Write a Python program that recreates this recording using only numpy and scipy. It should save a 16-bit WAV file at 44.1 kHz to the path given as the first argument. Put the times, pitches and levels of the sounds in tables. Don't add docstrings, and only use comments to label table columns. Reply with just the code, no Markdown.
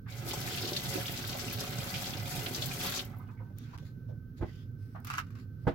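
import sys
import numpy as np
from scipy import signal
from scipy.fft import rfft, irfft
from scipy.io import wavfile
from scipy.ndimage import uniform_filter1d

SR = 44100
rng = np.random.default_rng(int(sys.argv[2]) if len(sys.argv) > 2 else 0)


def dump_mix(stems):
    frames = np.atleast_2d(stems).T
    limited = np.clip(frames, -1, 1)
    pcm = np.round(limited * 32767).astype(np.int16)
    wavfile.write(sys.argv[1], SR, pcm)


N = 253134
TIME = np.arange(N) / SR

# frequency_hz, level_db
SPATTER_SPECTRUM = [(400, -8), (750, -19), (1000, -13), (1400, -6), (1800, -8.5), (2500, -7), (3200, -2.5),
                    (5000, -1.5), (7800, -5), (8800, -12.5), (11700, -11), (16000, -26.5)]
# frequency_hz, level_db
RUSTLE_SPECTRUM = [(500, -15), (1300, 11.5), (2200, 11.5), (3200, 9.5), (4000, 10), (5000, 11.5),
                   (7800, 5.5), (8800, -15), (12000, 2), (16000, -50)]
# frequency_hz, level_db
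FLESH_SPECTRUM = [(300, -45), (600, -20.5), (900, -9), (1250, 3.5), (1550, 0.5), (1750, -5), (2200, -8),
                  (2750, -3.5), (3300, -15.5), (7800, -14.5), (8800, -25), (12000, -25.5), (16000, -48)]


def amp(db):
    return 10 ** (np.asarray(db) / 20)


def unit_rms(x):
    return x / np.sqrt(np.mean(x ** 2) + 1e-20)


def decay(t, t60):
    return np.exp(-np.log(1000) * t / t60)


def attack(t, rise_s):
    return 1 - np.exp(-t / rise_s)


def curve_at(points, hz):
    f, value = np.transpose(points)
    return np.interp(np.log(hz + 1), np.log(f + 1), value)


def add(mix, start_s, sound):
    part = mix[:, round(start_s * SR):][:, :sound.shape[-1]]
    part += sound[..., :part.shape[-1]]


def colour(x, spectrum):
    log_gain = np.log(amp(curve_at(spectrum, abs(np.fft.fftfreq(4096, 1 / SR)))))
    taps = np.fft.ifft(np.exp(np.conj(signal.hilbert(log_gain)))).real[:2048]
    return signal.oaconvolve(x, taps[None] / np.linalg.norm(taps), axes=1)[:, :N]


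def resonate(x, hz, width_hz):
    q = hz / min(width_hz, SR / 4)
    return signal.lfilter(*signal.iirpeak(min(hz, SR / 2 - 1000), q, SR), x)


def moving_resonance(x, hz, width_hz):
    phasor = np.exp(2j * np.pi * np.cumsum(hz) / SR)
    pole = np.exp(-np.pi * width_hz / SR)
    return 2 * (phasor * signal.lfilter([1 - pole], [1, -pole], x * phasor.conj())).real


def drift(rate_hz):
    rolloff = 1 + (np.fft.rfftfreq(N, 1 / SR) / rate_hz) ** 4
    return unit_rms(irfft(rfft(rng.standard_normal(N)) / rolloff, N))


def correlate(x, coherence):
    return np.array([x[0], coherence * x[0] + np.sqrt(1 - coherence ** 2) * x[1]])


def impacts(per_s, spread_db):
    size = amp(spread_db * np.minimum(rng.exponential(1, N), 4))
    return size * rng.choice([-1, 1], N) * (rng.random(N) < per_s / SR)


def bursts(hits, t60):
    power = signal.lfilter([1], [1, -decay(2 / SR, t60)], hits ** 2)
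    return np.sqrt(power) * rng.standard_normal((2, N))


def splats(rows, t60, gain_db, relative_width, rise_s):
    out, t = np.zeros((2, N)), TIME[:SR // 4]
    for start, db, hz in rows:
        band = resonate(rng.standard_normal((2, len(t))), hz, hz * relative_width)
        band = unit_rms(resonate(band, hz, hz * relative_width))
        add(out, start, amp(db + gain_db) * band * attack(t, rise_s) * decay(t, t60))
    return out


def flow(drain_db_per_s=279, open_s=0.074, rise_s=0.029, shut_s=2.998):
    opening = np.clip((TIME - open_s) / rise_s, 0, 1)
    return opening * amp(-drain_db_per_s * np.maximum(TIME - shut_s, 0))


def landing():
    # time_s, hand_db, basin_db, boom_db
    rinse_levels = [(.1, -56.5, -58.5, -4), (.255, -54, -47, 2), (.295, -41.5, -45, 7),
                    (.41, -47, -43.5, -1), (.52, -41.5, -48.5, 6), (.73, -44, -47, 9.5),
                    (.83, -45.5, -48, -6), (.96, -41, -42, 1.5), (1.03, -44, -49, 0.5),
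                    (1.55, -45.5, -45.5, 2), (1.8, -45, -46, -3.5), (1.97, -42, -44.5, -7.5),
                    (2.24, -49, -46, -4.5), (2.33, -41.5, -47.5, 1.5), (2.519, -45, -46, 8.5),
                    (2.78, -43, -48.5, 1), (2.85, -37.5, -44.5, -0.5), (3.0, -42.5, -49, 4)]
    times, *levels = np.transpose(rinse_levels)
    return [np.interp(TIME, times, db) for db in levels]


def appliance(rumble_db=-47, air_db=-66, whine_db=-69.5, whine_hz=1532, waver_hz=11):
    # frequency_hz, level_db
    rumble_spectrum = [(20, -30), (50, -15), (80, -14.5), (107, 0), (135, -7), (170, -13.5), (210, -19.5),
                       (240, -14.5), (320, -29.5), (480, -34.5), (650, -52), (2000, -65.5)]
    # frequency_hz, level_db
    air_spectrum = [(300, 11), (800, -11), (1120, -11.5), (1260, 3.5), (1450, 1.5), (1750, -8),
                    (3000, -11.5), (6000, -10), (8800, -30), (12000, -14.5), (16000, -32.5)]
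    rumble, air = rng.standard_normal((2, 2, N))
    rumble_gain = amp(curve_at(rumble_spectrum, np.fft.rfftfreq(N, 1 / SR)))
    rumble = irfft(rfft(correlate(rumble, 0.98)) * rumble_gain, N)
    cycles = np.cumsum(whine_hz + waver_hz * np.array([drift(15.7), drift(18.6)]), axis=1) / SR
    whine = np.sin(2 * np.pi * cycles) * amp(-0.6 * drift(25))
    air = amp(air_db + drift(3)) * unit_rms(colour(air, air_spectrum))
    return amp(rumble_db) * unit_rms(rumble) + air + amp(whine_db) * unit_rms(whine)


def pats(upper_db=-22, upper_ratio=1.8):
    # start_s, level_db, centre_hz
    lower = [(0.06, -46, 1440), (3.155, -58.5, 820), (3.214, -54, 1190), (3.282, -50, 1170),
             (3.397, -50.5, 1000), (3.73, -46.5, 1000), (4.085, -49, 510), (4.39, -50, 432),
             (4.946, -46.5, 780), (4.948, -44, 1310)]
    upper = [(start, db + upper_db, hz * upper_ratio) for start, db, hz in lower]
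    return splats(lower + upper, t60=0.17, gain_db=-1, relative_width=0.55, rise_s=0.0069)


def spatter(gain_db=6.5, drops_per_s=900, surge_db=3.5, surge_hz=28, bubble_db=-8.5):
    splashes, bubbles, t = np.zeros((2, N)), np.zeros((2, N)), TIME[:SR // 40]
    for hz in np.geomspace(900, 15000, 9):
        hits = impacts(drops_per_s, spread_db=6.5)
        hits *= amp(surge_db * drift(surge_hz))
        splashes += np.sqrt(hz) * unit_rms(resonate(bursts(hits, t60=0.085), hz, hz / 2))
    for hz in np.geomspace(2400, 7500, 24):
        cycles = hz * t * (1 + 2.5 * t)
        ring = np.sin(2 * np.pi * cycles) * np.exp(-cycles / 9)
        angle = rng.uniform(0, 2 * np.pi)
        pan = np.array([[np.cos(angle)], [np.sin(angle)]])
        bubbles += signal.oaconvolve(impacts(per_s=14, spread_db=3.5), ring)[:N] * pan
    wet = unit_rms(colour(splashes, SPATTER_SPECTRUM)) + amp(bubble_db) * unit_rms(bubbles)
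    hand_db, _, _ = landing()
    return amp(gain_db + hand_db) * unit_rms(wet) * flow()


def spray(gain_db=-27.5, spit_db=-5, db_per_spatter_db=0.68):
    # frequency_hz, level_db
    spray_spectrum = [(2000, 15.5), (5000, -30.5), (7800, -41), (8800, 0.5), (11500, 14), (16000, 12)]
    fizz = np.array([impacts(per_s=11000, spread_db=11), impacts(per_s=7000, spread_db=0.6)])
    fizz *= amp(0.5 * drift(58))
    spits = bursts(impacts(per_s=150, spread_db=4), t60=0.11)
    jet = colour(unit_rms(fizz) + amp(spit_db) * unit_rms(spits), spray_spectrum)
    hand_db, _, _ = landing()
    return amp(gain_db + db_per_spatter_db * hand_db) * unit_rms(jet) * flow()


def drumming(gain_db=1, drops_per_s=500, coherent_below_hz=900, wander_db=1.95, boom_hz=(220, 480)):
    # frequency_hz, width_hz, level_db
    basin_modes = [(132, 26.5, 13.5), (181.6, 17, 6.5), (243.3, 30, 2.5), (343.3, 25, 0.5), (374, 12, 0),
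                   (421.3, 10, -0.5), (545.7, 15.4, 5.5), (584, 16, -2.5), (701.4, 24, 3), (737.4, 10.5, 7),
                   (869, 42, -15), (1310, 130, -4), (1494, 70, -0.5), (2028, 64, 3.5), (2182, 39, -6)]
    hits = np.array([impacts(drops_per_s, spread_db=1.53) for _ in range(2)])
    groups = np.zeros((2, 2, N))
    detune = 1 + 0.004 * drift(5)
    for hz, width_hz, db in basin_modes:
        drive = correlate(hits, 1 / (1 + (hz / coherent_below_hz) ** 4))
        drive *= amp(db + wander_db * drift(7))
        is_deep = boom_hz[0] < hz < boom_hz[1]
        groups[int(is_deep)] += moving_resonance(drive, hz * detune, width_hz)
    rest, deep = groups / np.std(groups.sum(0))
    _, basin_db, boom_db = landing()
    run_off = flow(drain_db_per_s=81)
    return amp(gain_db + basin_db) * (rest + amp(boom_db) * deep) * run_off


def valve():
    # start_s, level_db, centre_hz
    opening = [(0.078, -47, 2250)]
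    return splats(opening, t60=0.87, gain_db=-3, relative_width=0.18, rise_s=0.0083)


def slaps():
    # start_s, level_db, centre_hz
    gushes = [(.262, -40, 380), (.2851, -33, 9600), (.335, -36, 830), (.3093, -23.5, 3700),
              (.4747, -32.5, 2120), (.6248, -27.5, 4500), (.6513, -26.5, 4050), (.674, -24.5, 4700),
              (.731, -24, 4850), (.7635, -18.5, 3970), (.954, -28, 290), (.974, -36.5, 340),
              (.976, -37, 760), (1.056, -29, 3100), (1.0798, -27, 3220), (1.3273, -29, 3300),
              (1.35, -34.5, 790), (1.527, -34, 12200), (1.604, -26.5, 5300), (1.941, -26, 3060),
              (2.1025, -30, 4960), (2.135, -30, 3280), (2.1698, -29.5, 4600), (2.461, -25.5, 3480),
              (2.5455, -23, 5100), (2.6206, -23, 3730), (2.9735, -27, 5240), (2.992, -23, 3550),
              (3.048, -47, 12200), (3.165, -61, 12200), (3.183, -55, 12200), (3.215, -67, 12200)]
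    return splats(gushes, t60=0.067, gain_db=-3, relative_width=0.53, rise_s=0.00088)


def trickle(start_s=3.07, level_db=-62.5, fade_db_per_s=24, droplets_db=-9):
    bubbles, t = np.zeros((2, N)), TIME[:SR // 25]
    for hz in np.geomspace(700, 2700, 16):
        cycles = hz * t * (1 + 2 * t)
        ring = np.sin(2 * np.pi * cycles) * np.exp(-cycles / 11) / np.sqrt(hz)
        births = np.array([impacts(per_s=18, spread_db=2) for _ in range(2)])
        bubbles += signal.oaconvolve(births, ring[None], axes=1)[:, :N]
    droplets = colour(bursts(impacts(per_s=70, spread_db=2), t60=0.063), SPATTER_SPECTRUM)
    age = np.maximum(TIME - start_s, 0)
    envelope = (age > 0) * amp(level_db - fade_db_per_s * age)
    return (unit_rms(bubbles) + amp(droplets_db) * unit_rms(droplets)) * envelope


def drips(gain_db=-3, t60=0.076, chirp_per_s=0.9, rise_s=0.0024):
    # start_s, level_db, pitch_hz
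    falls = [(3.128, -58.5, 1700), (3.136, -47, 1300), (3.195, -49, 1000), (3.204, -49, 1200),
             (3.21, -61, 2080), (3.268, -62, 2867), (3.287, -58, 2450), (3.372, -58, 2200),
             (3.388, -55, 2070), (3.402, -52.5, 500), (3.503, -54.5, 570), (3.822, -54, 530)]
    bubbles, t = np.zeros((2, N)), TIME[:SR // 10]
    for start, db, hz in falls:
        ring = np.sin(2 * np.pi * hz * t * (1 + chirp_per_s * t))
        add(bubbles, start, amp(db + gain_db) * ring * attack(t, rise_s) * decay(t, t60))
    return bubbles + splats(falls, t60, gain_db=-5, relative_width=0.35, rise_s=rise_s)


def rustles(gain_db=-3, grain_db=1.5, wander_db=2, swell_s=0.025, fade_s=0.055, lead_s=0.008):
    # start_s, end_s, level_db, resonance_hz
    swells = [(3.566, 3.639, -62, 3600), (3.644, 3.76, -64.5, 1520), (3.775, 3.83, -67, 3480),
              (3.844, 3.882, -62.5, 4000), (4.078, 4.107, -72, 3420), (4.367, 4.392, -60.5, 4060),
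              (4.448, 4.627, -66.5, 3030), (4.781, 5.037, -70, 5100), (5.041, 5.2, -59, 2930),
              (5.387, 5.415, -63.5, 4420), (5.594, 5.647, -72.5, 4750)]
    out = np.zeros((2, N))
    for start, end, db, hz in swells:
        length_s = end - start + lead_s
        t = TIME[:round((length_s + 4 * fade_s) * SR)]
        grains = rng.standard_normal((2, len(t)))
        lower = unit_rms(resonate(grains, hz, hz * 0.2))
        upper = amp(-3) * unit_rms(resonate(grains, hz * 1.55, hz * 0.2))
        rustle = unit_rms(colour(grains, RUSTLE_SPECTRUM)[:, :len(t)])
        swell = np.sin(np.pi / 2 * np.minimum(t / swell_s, 1)) ** 2
        fade = np.exp(-2 * np.maximum(t - length_s, 0) / fade_s)
        add(out, start - lead_s, amp(db + gain_db) * swell * fade * (rustle + unit_rms(lower + upper)))
    return out * amp(grain_db * drift(70) + wander_db * drift(6.8))


def ticks():
    # start_s, level_db, centre_hz
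    transients = [(3.585, -41, 6300), (3.777, -40.5, 2200), (3.785, -43, 2450), (5.002, -51.5, 11000)]
    return splats(transients, t60=0.011, gain_db=-0.5, relative_width=2.2, rise_s=0.00035)


def thumps(body_db=1, clatter_db=-5, clatter_hz=1500, squash_s=0.0015, lowest_hz=40):
    # start_s, level_db, cutoff_hz, object_pitch_hz
    contacts = [(4.41, -29, 149, 68), (4.414, -43, 1690, 199), (4.4226, -31.5, 600, 328),
                (4.433, -30.5, 234, 70.4), (4.443, -44, 400, 109), (5.65, -38, 110, 133),
                (5.668, -24, 350, 156), (5.67, -30, 1510, 796), (5.6756, -25, 1510, 481),
                (5.696, -32.5, 300, 277)]
    # frequency_hz, level_db, t60_s
    counter_modes = [(85, -19.5, 0.093), (112.6, 1, 0.068), (177, -6.5, 0.085), (286, -2.5, 0.045),
                     (343.3, -8.5, 0.12), (535, -4, 0.048), (619, -1, 0.068), (751, -6.5, 0.083),
                     (849, -2.5, 0.047), (1000, -18, 0.14), (1297, -8, 0.075), (1470, -9, 0.067),
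                     (1544, -3.5, 0.053), (2022, -11.5, 0.1)]
    out, t = np.zeros((2, N)), TIME[:SR // 3]
    ring = sum(amp(db) * np.sin(2 * np.pi * hz * t) * decay(t, t60) for hz, db, t60 in counter_modes)
    for start, db, cutoff_hz, body_hz in contacts:
        noise = correlate(rng.standard_normal((2, len(t))), 0.12)
        clatter = unit_rms(signal.lfilter(*signal.butter(1, clatter_hz, fs=SR), noise))
        body = amp(body_db) * np.sin(2 * np.pi * body_hz * t) * decay(t, t60=0.088)
        blow = ring + body + amp(clatter_db) * clatter * decay(t, t60=0.16)
        blow *= attack(t, squash_s)
        add(out, start, amp(db) * signal.lfilter(*signal.butter(1, cutoff_hz, fs=SR), blow))
    return signal.lfilter(*signal.butter(2, lowest_hz, "high", fs=SR), out)


def whistles(gain_db=-1.5, width_hz=110, waver_depth=0.015):
    # start_s, end_s, level_db, pitch_hz
    notes = [(4.457, 4.516, -60, 2000), (4.472, 4.505, -66, 3100), (4.477, 4.51, -65, 4660),
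             (4.519, 4.555, -69, 3030), (4.549, 4.635, -73, 4970), (4.553, 4.663, -67, 3300)]
    out = np.zeros((2, N))
    waver = 1 + waver_depth * drift(30)
    for start, end, db, hz in notes:
        pitch = hz * waver[round(start * SR):round(end * SR)]
        tone = unit_rms(moving_resonance(rng.standard_normal((2, len(pitch))), pitch, width_hz))
        add(out, start, amp(db + gain_db) * tone * np.sqrt(np.hanning(len(pitch))))
    return out


def snaps(crack_db=15, crunch_db=-10, rib_db=-12, grain_db=4, right_lag_s=0.00022):
    # start_s, level_db, treble_db, rib_pitch_hz
    fractures = [(5.047, -44, 0.5, 1070), (5.07, -41.5, -0.5, 2010), (5.1018, -25, -21, 2655),
                 (5.116, -34, -16, 3950), (5.1389, -27.5, -31, 2920), (5.174, -34, -11, 1290),
                 (5.183, -21.5, -24, 1506), (5.189, -29, -13, 3140), (5.305, -50, -11, 2420),
                 (5.354, -56, -25, 2160)]
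    # frequency_hz, level_db
    edge_spectrum = [(1250, -12), (5000, 0), (7800, -2), (8800, -6), (12000, -4), (16000, -12)]
    body, edge, ribs = np.zeros((3, 2, N))
    t = TIME[:SR // 5]
    crack = np.array([t == 0, t == t[round(right_lag_s * SR)]])
    for start, db, treble_db, hz in fractures:
        cells = unit_rms(rng.standard_normal((2, len(t))) * amp(grain_db * drift(400)[:len(t)]))
        crunch = amp(crunch_db) * cells * decay(t, t60=0.082)
        bright = (cells * np.exp(-t / 0.003) + crunch) * attack(t, rise_s=0.001)
        add(body, start, amp(db) * (amp(crack_db) * crack + crunch))
        add(edge, start, amp(db + treble_db) * bright)
        add(ribs, start, amp(db + rib_db) * np.sin(2 * np.pi * hz * t) * decay(t, t60=0.042))
    return colour(body, FLESH_SPECTRUM) + colour(edge, edge_spectrum) + ribs


def crackle(tears_per_s=170, skin_db=-3):
    # time_s, level_db
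    tearing = [(5.05, -57), (5.12, -50), (5.2, -51), (5.26, -66.5), (5.31, -67), (5.4, -65.5), (5.46, -88)]
    times, db = np.transpose(tearing)
    tears = bursts(impacts(tears_per_s, spread_db=3), t60=0.072)
    flesh = unit_rms(colour(tears, FLESH_SPECTRUM))
    skin = amp(skin_db) * unit_rms(colour(tears, RUSTLE_SPECTRUM))
    return (flesh + skin) * amp(np.interp(TIME, times, db)) * (TIME > times[0]) * (TIME < times[-1])


def reverberation(x, patterns=3):
    # frequency_hz, t60_s
    room_t60 = [(100, 0.034), (500, 0.11), (2000, 0.13), (6000, 0.035), (16000, 0.011)]
    out = np.zeros((2, N))
    shares = np.array([drift(6) for _ in range(patterns)])
    for share in shares / np.linalg.norm(shares, axis=0):
        hz, t, noise = signal.stft(rng.standard_normal((2, SR // 3)), SR, nperseg=128)
        damping = decay(t, curve_at(room_t60, hz)[:, None])
        _, tail = signal.istft(noise * damping, SR, nperseg=128)
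        out += signal.oaconvolve(x * share, tail / np.linalg.norm(tail[0]), axes=1)[:, :N]
    return out


def scene(water_room_db=-11, hand_room_db=-9, thump_room_db=-12):
    water = spatter() + spray() + drumming() + trickle() + slaps()
    valve_note = valve()
    small_sounds = snaps() + crackle() + whistles() + rustles() + pats() + drips()
    knocks = thumps()
    into_room = amp(water_room_db) * water + amp(hand_room_db) * small_sounds + amp(thump_room_db) * knocks
    return water + valve_note + small_sounds + knocks + reverberation(into_room) + ticks() + appliance()


def record(dry, dip_s=3.767, dip_length_s=0.008, dip_db=-12, cutoff_hz=15950):
    # frequency_hz, gain_db
    left_port = [(200, 0.5), (400, 3.5), (2500, -5), (4500, -3.5), (7500, -4), (10000, -1.5), (14000, 7.5)]
    # frequency_hz, gain_db
    right_port = [(200, 5.5), (400, 5.5), (2500, -2), (4500, -5.5), (6000, -11.5), (7600, -23.5),
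                  (8400, -59), (9300, -14.5), (10200, -12), (12000, -4.5), (16000, 12.5)]
    hz = np.fft.rfftfreq(2 * N, 1 / SR)
    response = amp([curve_at(left_port, hz), curve_at(right_port, hz)])
    heard = irfft(rfft(dry, 2 * N) * response)[:, :N]
    in_dip = abs(TIME - dip_s - dip_length_s / 2) < dip_length_s / 2
    heard *= amp(dip_db * uniform_filter1d(in_dip.astype(float), size=100))
    low_pass = signal.firwin(511, cutoff_hz, window=("kaiser", 9), fs=SR)
    return signal.oaconvolve(heard, low_pass[None], "same")


dry = scene()
out = record(dry)
dump_mix(out)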